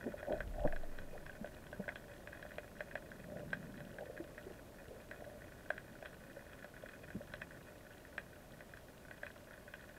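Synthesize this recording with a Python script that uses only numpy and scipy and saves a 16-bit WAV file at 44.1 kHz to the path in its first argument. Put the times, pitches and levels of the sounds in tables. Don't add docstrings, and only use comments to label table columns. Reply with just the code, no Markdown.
import sys
import numpy as np
from scipy import signal
from scipy.fft import rfft, irfft
from scipy.io import wavfile
from scipy.ndimage import uniform_filter1d

SR = 44100
rng = np.random.default_rng(int(sys.argv[2]) if len(sys.argv) > 2 else 0)


def dump(signal):
    limited = np.clip(np.atleast_2d(signal).T, -1, 1)
    pcm = np.round(limited * 32767).astype(np.int16)
    wavfile.write(sys.argv[1], SR, pcm)


N = 440118
TIME = np.arange(N) / SR


def from_db(db):
    return 10 ** (np.asarray(db) / 20)


def rms_one(x):
    return x / np.sqrt(np.mean(x ** 2) + 1e-20)


def clicks(times, heights):
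    return np.bincount(np.clip(np.round(times * SR).astype(int), 0, N - 1), heights, N)


def ring(drive, hz, ring_s):
    fade, turn = from_db(-60 / (ring_s * SR)), 2 * np.pi * hz / SR
    return signal.lfilter([0, np.sin(turn)], [1, -2 * fade * np.cos(turn), fade * fade], drive + 1e-18)


def around(x, centre_hz, width_hz):
    low = np.hypot(centre_hz, width_hz / 2) - width_hz / 2
    band = signal.butter(2, [low, low + width_hz], "band", fs=SR, output="sos")
    return signal.sosfilt(band, x + 1e-18)


def band_noise(centre_hz, width_hz):
    noise = around(rng.standard_normal(N), centre_hz, width_hz)
    power = uniform_filter1d(noise ** 2, int(2 * SR / width_hz))
    return noise / np.sqrt(power + 1e-12)


def coloured_noise(spectrum):
    hz, db = np.transpose(spectrum)
    bins_hz = np.maximum(np.arange(N // 2 + 1) * SR / N, 1)
    gain = from_db(np.interp(np.log(bins_hz), np.log(hz), db))
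    gain *= np.minimum(bins_hz / hz[0], 1)
    return rms_one(irfft(rfft(rng.standard_normal(N)) * gain, N))


# f/Hz, level/dB
HISS_COLOUR = [(100, -2.5), (1000, 11), (3000, 3), (5000, -0.6), (8000, -1.5), (14300, -2), (15600, -8)]
def microphone_hiss(level_db):
    return from_db(level_db) * coloured_noise(HISS_COLOUR)


# f/Hz, level/dB
WASH_COLOUR = [(40, -4), (70, -3), (130, 0), (200, -1.5), (290, -3.5), (380, -4.5), (500, -6.5),
               (590, -1.5), (700, -8.5), (900, -18), (1400, -28), (3000, -39.5)]
def sea_wash(start_db, calms_db_per_s):
    return from_db(start_db - calms_db_per_s * TIME) * coloured_noise(WASH_COLOUR)


# f/Hz, level/dB, ring time/s
CASE_TONES = [(591, -4.5, 0.046), (720, -9.5, 0.015), (1134, -5, 0.0059), (1495, -12, 0.043),
              (1623, -.5, 0.018), (1736, -5.5, 0.011), (1893, -4, 0.012), (2310, -34, 0.0051),
              (2487, -14, 0.023), (2830, -22.5, 0.0087), (3300, -12.5, 0.0084), (3963, -18, 0.0065),
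              (5380, -17.5, 0.0025), (7960, -20.5, 0.0038)]
def case_tone(drive, hz, ring_s):
    return ring(around(drive, hz, width_hz=540), hz, ring_s)


def snap_colour(hz, bass_db, centre_hz):
    octaves_away = np.log2(hz / centre_hz)
    boost_db = 7.5 * np.exp(-.5 * (octaves_away / 0.25) ** 2)
    return bass_db * (hz < 900) + boost_db


def surface_echoes(snaps, echo_db, fade_s):
    t = TIME[:int(.08 * SR)]
    spray = rng.standard_normal(len(t)) * (t > .002) * from_db(-60 * t / fade_s)
    return from_db(echo_db) * signal.fftconvolve(snaps, spray / np.linalg.norm(spray))[:N]


# t/s, level/dB
CRACKLE_LEVELS = [(0.0, -60.5), (0.3, -58.5), (0.44, -65), (3.72, -64.5), (4.45, -66), (7.67, -62),
                  (8.23, -69), (9.98, -65)]
def far_snaps(per_s, size_db, spread_db, bass_db, centre_hz, scatter_octaves, gain_db):
    draws = rng.random((int(per_s * N / SR), 3 + 2 * len(CASE_TONES)))
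    times = draws[:, 0] * N / SR
    sizes_db = size_db * np.minimum(-np.log(1 - draws[:, 1]), 3.2)
    centres_hz = centre_hz * 2 ** (scatter_octaves * (2 * draws[:, 2] - 1))
    strengths, sides = np.split(2 * draws[:, 3:] - 1, 2, axis=1)
    crackle = np.zeros(N)
    for k, (hz, tone_db, ring_s) in enumerate(CASE_TONES):
        colour_db = snap_colour(hz, bass_db, centres_hz) + spread_db * strengths[:, k]
        heights = np.sign(sides[:, k]) * from_db(sizes_db + tone_db + colour_db)
        crackle += case_tone(clicks(times, heights), hz, ring_s)
    crackle += surface_echoes(crackle, echo_db=-5, fade_s=0.023)
    level_db = np.interp(TIME, *np.transpose(CRACKLE_LEVELS)) + gain_db
    return from_db(level_db) * rms_one(crackle)


def ticks(per_s, level_db, spread_db, above_hz):
    high_tones = [(hz, ring_s) for hz, _, ring_s in CASE_TONES if hz > above_hz]
    draws = rng.random((int(per_s * N / SR), 1 + len(high_tones)))
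    times = draws[:, 0] * N / SR
    out = np.zeros(N)
    for k, (hz, ring_s) in enumerate(high_tones):
        taps = clicks(times, from_db(level_db - spread_db * draws[:, 1 + k]))
        out += high_tones[0][0] / hz * case_tone(taps, hz, ring_s)
    return out


# t/s, level/dB, swell time/s, f/Hz
WATER_GUSHES = [(.072, -40, .024, 290), (.318, -39.5, 0.054, 613), (.322, -43.5, 0.036, 286),
                (.630, -44.5, .07, 660), (1.149, -48.5, 0.019, 555), (1.804, -46, 0.011, 430),
                (3.36, -50.5, 0.083, 573), (3.55, -52, 0.4, 174), (4.014, -44, 0.017, 605),
                (4.12, -57.5, 0.23, 536), (4.51, -51.5, 0.018, 410), (4.92, -55, .065, 477),
                (5.28, -56, 0.09, 600), (7.165, -45.5, 0.022, 160), (7.3, -61.5, 0.39, 115)]
def gushes(burble_db, burble_hz, top_hz):
    gurgle = np.zeros(N)
    for crest_s, db, swell_s, hz in WATER_GUSHES:
        swell = np.exp(-np.abs((TIME - crest_s) / swell_s) ** 2.2)
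        width_hz = min(175 * (0.03 / swell_s) ** 0.25, 0.88 * hz)
        gurgle += from_db(db) * swell * band_noise(hz, width_hz)
    gurgle *= rms_one(from_db(burble_db * band_noise(burble_hz, burble_hz)))
    gurgle += around(gurgle, CASE_TONES[0][0], width_hz=45)
    return signal.sosfilt(signal.butter(6, top_hz, fs=SR, output="sos"), gurgle)


# t/s, level/dB, f/Hz
BUBBLES = [(.064, -36, 415), (.102, -48, 202), (.140, -37.5, 567), (.317, -28, 578), (.731, -37.5, 644),
           (.834, -42.5, 640), (1.412, -41, 207), (1.796, -37.5, 192), (1.891, -32, 2050),
           (2.451, -40.5, 583), (4.098, -37, 490), (4.201, -36.5, 329), (4.467, -40, 376),
           (5.222, -39.5, 583), (6.369, -40, 545), (6.836, -39.5, 560), (7.152, -38, 208),
           (7.207, -41, 564)]
def plops(glide, attack_s, swings, nudge_db):
    out = np.zeros(N)
    for start_s, db, hz in BUBBLES:
        ring_s = swings / hz
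        t = TIME[:int(2 * ring_s * SR)]
        loudness = from_db(db - 60 * t / ring_s) * (1 - np.exp(-t / attack_s))
        start = int(start_s * SR)
        out[start:start + len(t)] += loudness * np.sin(2 * np.pi * hz * t * (1 + glide * t / ring_s))
    times, levels_db, pitches_hz = np.transpose(BUBBLES)
    share = np.minimum(pitches_hz / CASE_TONES[0][0], 1)
    nudges = clicks(times + rng.uniform(0, .004, len(times)), from_db(levels_db + nudge_db) * share)
    for k, (hz, _, ring_s) in enumerate(CASE_TONES[:2]):
        out += (-1) ** k * case_tone(nudges, hz, ring_s)
    return out


def water_pull(knock_s, start_s=0.296, grip_s=0.051, release_s=0.044):
    sway = from_db(-61.5 - 0.64 * TIME)
    grip = np.clip((TIME - start_s) / grip_s, 0, 1)
    tension = from_db(-42.5 - 24 * np.maximum(knock_s - TIME, 0))
    release = np.exp(-np.maximum(TIME - knock_s, 0) / release_s)
    return sway + grip * tension * release


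# t/s, level/dB
KNOCK_HITS = [(0.6506, -25.5), (.6545, -32), (0.6587, -22.5), (.665, -29)]
# f/Hz, level/dB, ring time/s
RIG_TONES = [(75, -12, 0.082), (177, -6, 0.024), (310, -8.5, 0.041), (470, -30, 0.014), (558, -2.5, 0.077),
             (714, -37, .018)]
def tugged_rig(shudder_hz, shudder_db, shudder_s, cushion_hz):
    times, levels_db = np.transpose(KNOCK_HITS)
    cushion = signal.butter(3, cushion_hz, fs=SR, output="sos")
    hits = signal.sosfilt(cushion, clicks(times, from_db(levels_db)) + 1e-18)
    knock = sum(from_db(tone_db) * ring(hits, hz, ring_s) for hz, tone_db, ring_s in RIG_TONES)
    shudder = from_db(shudder_db) * ring(clicks(times[:1], [1.]), shudder_hz, shudder_s)
    rumble = water_pull(knock_s=times[0]) * band_noise(centre_hz=37, width_hz=42)
    return knock + shudder + rumble


# t/s, level/dB, extra bass/dB, f/Hz (the pitch each one boosts)
NEAR_SNAPS = [(0.228, -47.5, 11.5, 1930), (0.323, -39.5, -3, 3500), (0.404, -35.5, 0.5, 1600),
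              (.6735, -43.5, -4, 1760), (0.7229, -42, -4, 1840), (0.7607, -38.5, -4.5, 4750),
              (.9858, -39, -2, 4110), (1.263, -39.5, -18, 4990), (1.294, -46, -5, 1590),
              (1.4436, -47, 14.5, 1520), (1.667, -45.5, -12, 3530), (1.7279, -44.5, 8, 1470),
              (1.8785, -41.5, 8.5, 1550), (1.8879, -39, -6, 1810), (1.9564, -37, -3.5, 3180),
              (2.2724, -41, -2.5, 2460), (2.3281, -45.5, -2, 1750), (2.4252, -42.5, -3, 4110),
              (2.5163, -45.5, -5, 1870), (2.582, -37, 5, 2370), (2.805, -36.5, 4, 2060),
              (2.9105, -45, -10, 2000), (2.9533, -35.5, 5, 2130), (3.1157, -48, -7, 1710),
              (3.5295, -35, 1.5, 1700), (3.532, -36.5, -10, 4600), (3.8034, -43.5, 2.5, 4400),
              (3.9838, -45, 4, 1700), (4.1746, -45, -12, 1860), (4.378, -45.5, -3, 1960),
              (5.1114, -39.5, -5, 2100), (5.7027, -31.5, 3, 1500), (5.7782, -40.5, -9, 2000),
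              (6.0246, -47, 10.5, 2400), (6.0565, -38, -16, 3250), (6.5318, -46.5, -12, 2900),
              (6.6431, -41.5, 3, 5040), (6.8870, -45.5, -7, 3900), (7.1025, -45.5, 0, 1900),
              (7.3367, -34.5, -6.5, 4230), (7.417, -35.5, -10, 2280), (8.1790, -31, -5.5, 2200),
              (8.6053, -47, 0, 2130), (8.7355, -48, -12, 1700), (8.7702, -47.5, -14, 3300),
              (9.1098, -44, -3, 2150), (9.2313, -39.5, 3.5, 1880), (9.2646, -39, -14, 2220),
              (9.7372, -38, -7, 2670)]
def near_snaps(echo_db, echo_s):
    times, levels_db, bass_db, centres_hz = np.transpose(NEAR_SNAPS)
    fade = np.exp(-1 / (echo_s * SR))
    spray = rng.standard_normal(N) * np.sqrt(1 - fade ** 2) * from_db(echo_db)
    out = np.zeros(N)
    for k, (hz, tone_db, ring_s) in enumerate(CASE_TONES):
        strikes = clicks(times, from_db(levels_db + tone_db + snap_colour(hz, bass_db, centres_hz)))
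        echoes = spray * signal.lfilter([1], [1, -fade], strikes + 1e-18)
        out += (-1) ** k * case_tone(strikes + echoes, hz, ring_s)
    return out


def scene():
    snaps = from_db(0.5) * near_snaps(echo_db=-5.5, echo_s=0.013)
    crackle = far_snaps(per_s=150, size_db=4.5, spread_db=4.5, bass_db=-0.5,
                        centre_hz=1660, scatter_octaves=0.68, gain_db=2.25)
    crackle += ticks(per_s=9, level_db=-51.5, spread_db=12, above_hz=2650)
    wash = sea_wash(start_db=-55.5, calms_db_per_s=0.38)
    hiss = microphone_hiss(level_db=-66.0)
    bubbles = from_db(2.5) * plops(glide=0.065, attack_s=0.00062, swings=22.2, nudge_db=-11)
    gurgle = gushes(burble_db=3.5, burble_hz=30, top_hz=870)
    rig = tugged_rig(shudder_hz=17.0, shudder_db=-30.5, shudder_s=1.7, cushion_hz=1100)
    return (hiss + wash + crackle + gurgle + bubbles + rig + snaps)[None]


def record(dry):
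    return signal.sosfilt(signal.ellip(12, .1, 80, 15700, fs=SR, output="sos"), dry)


dry = scene()
out = record(dry)
dump(out)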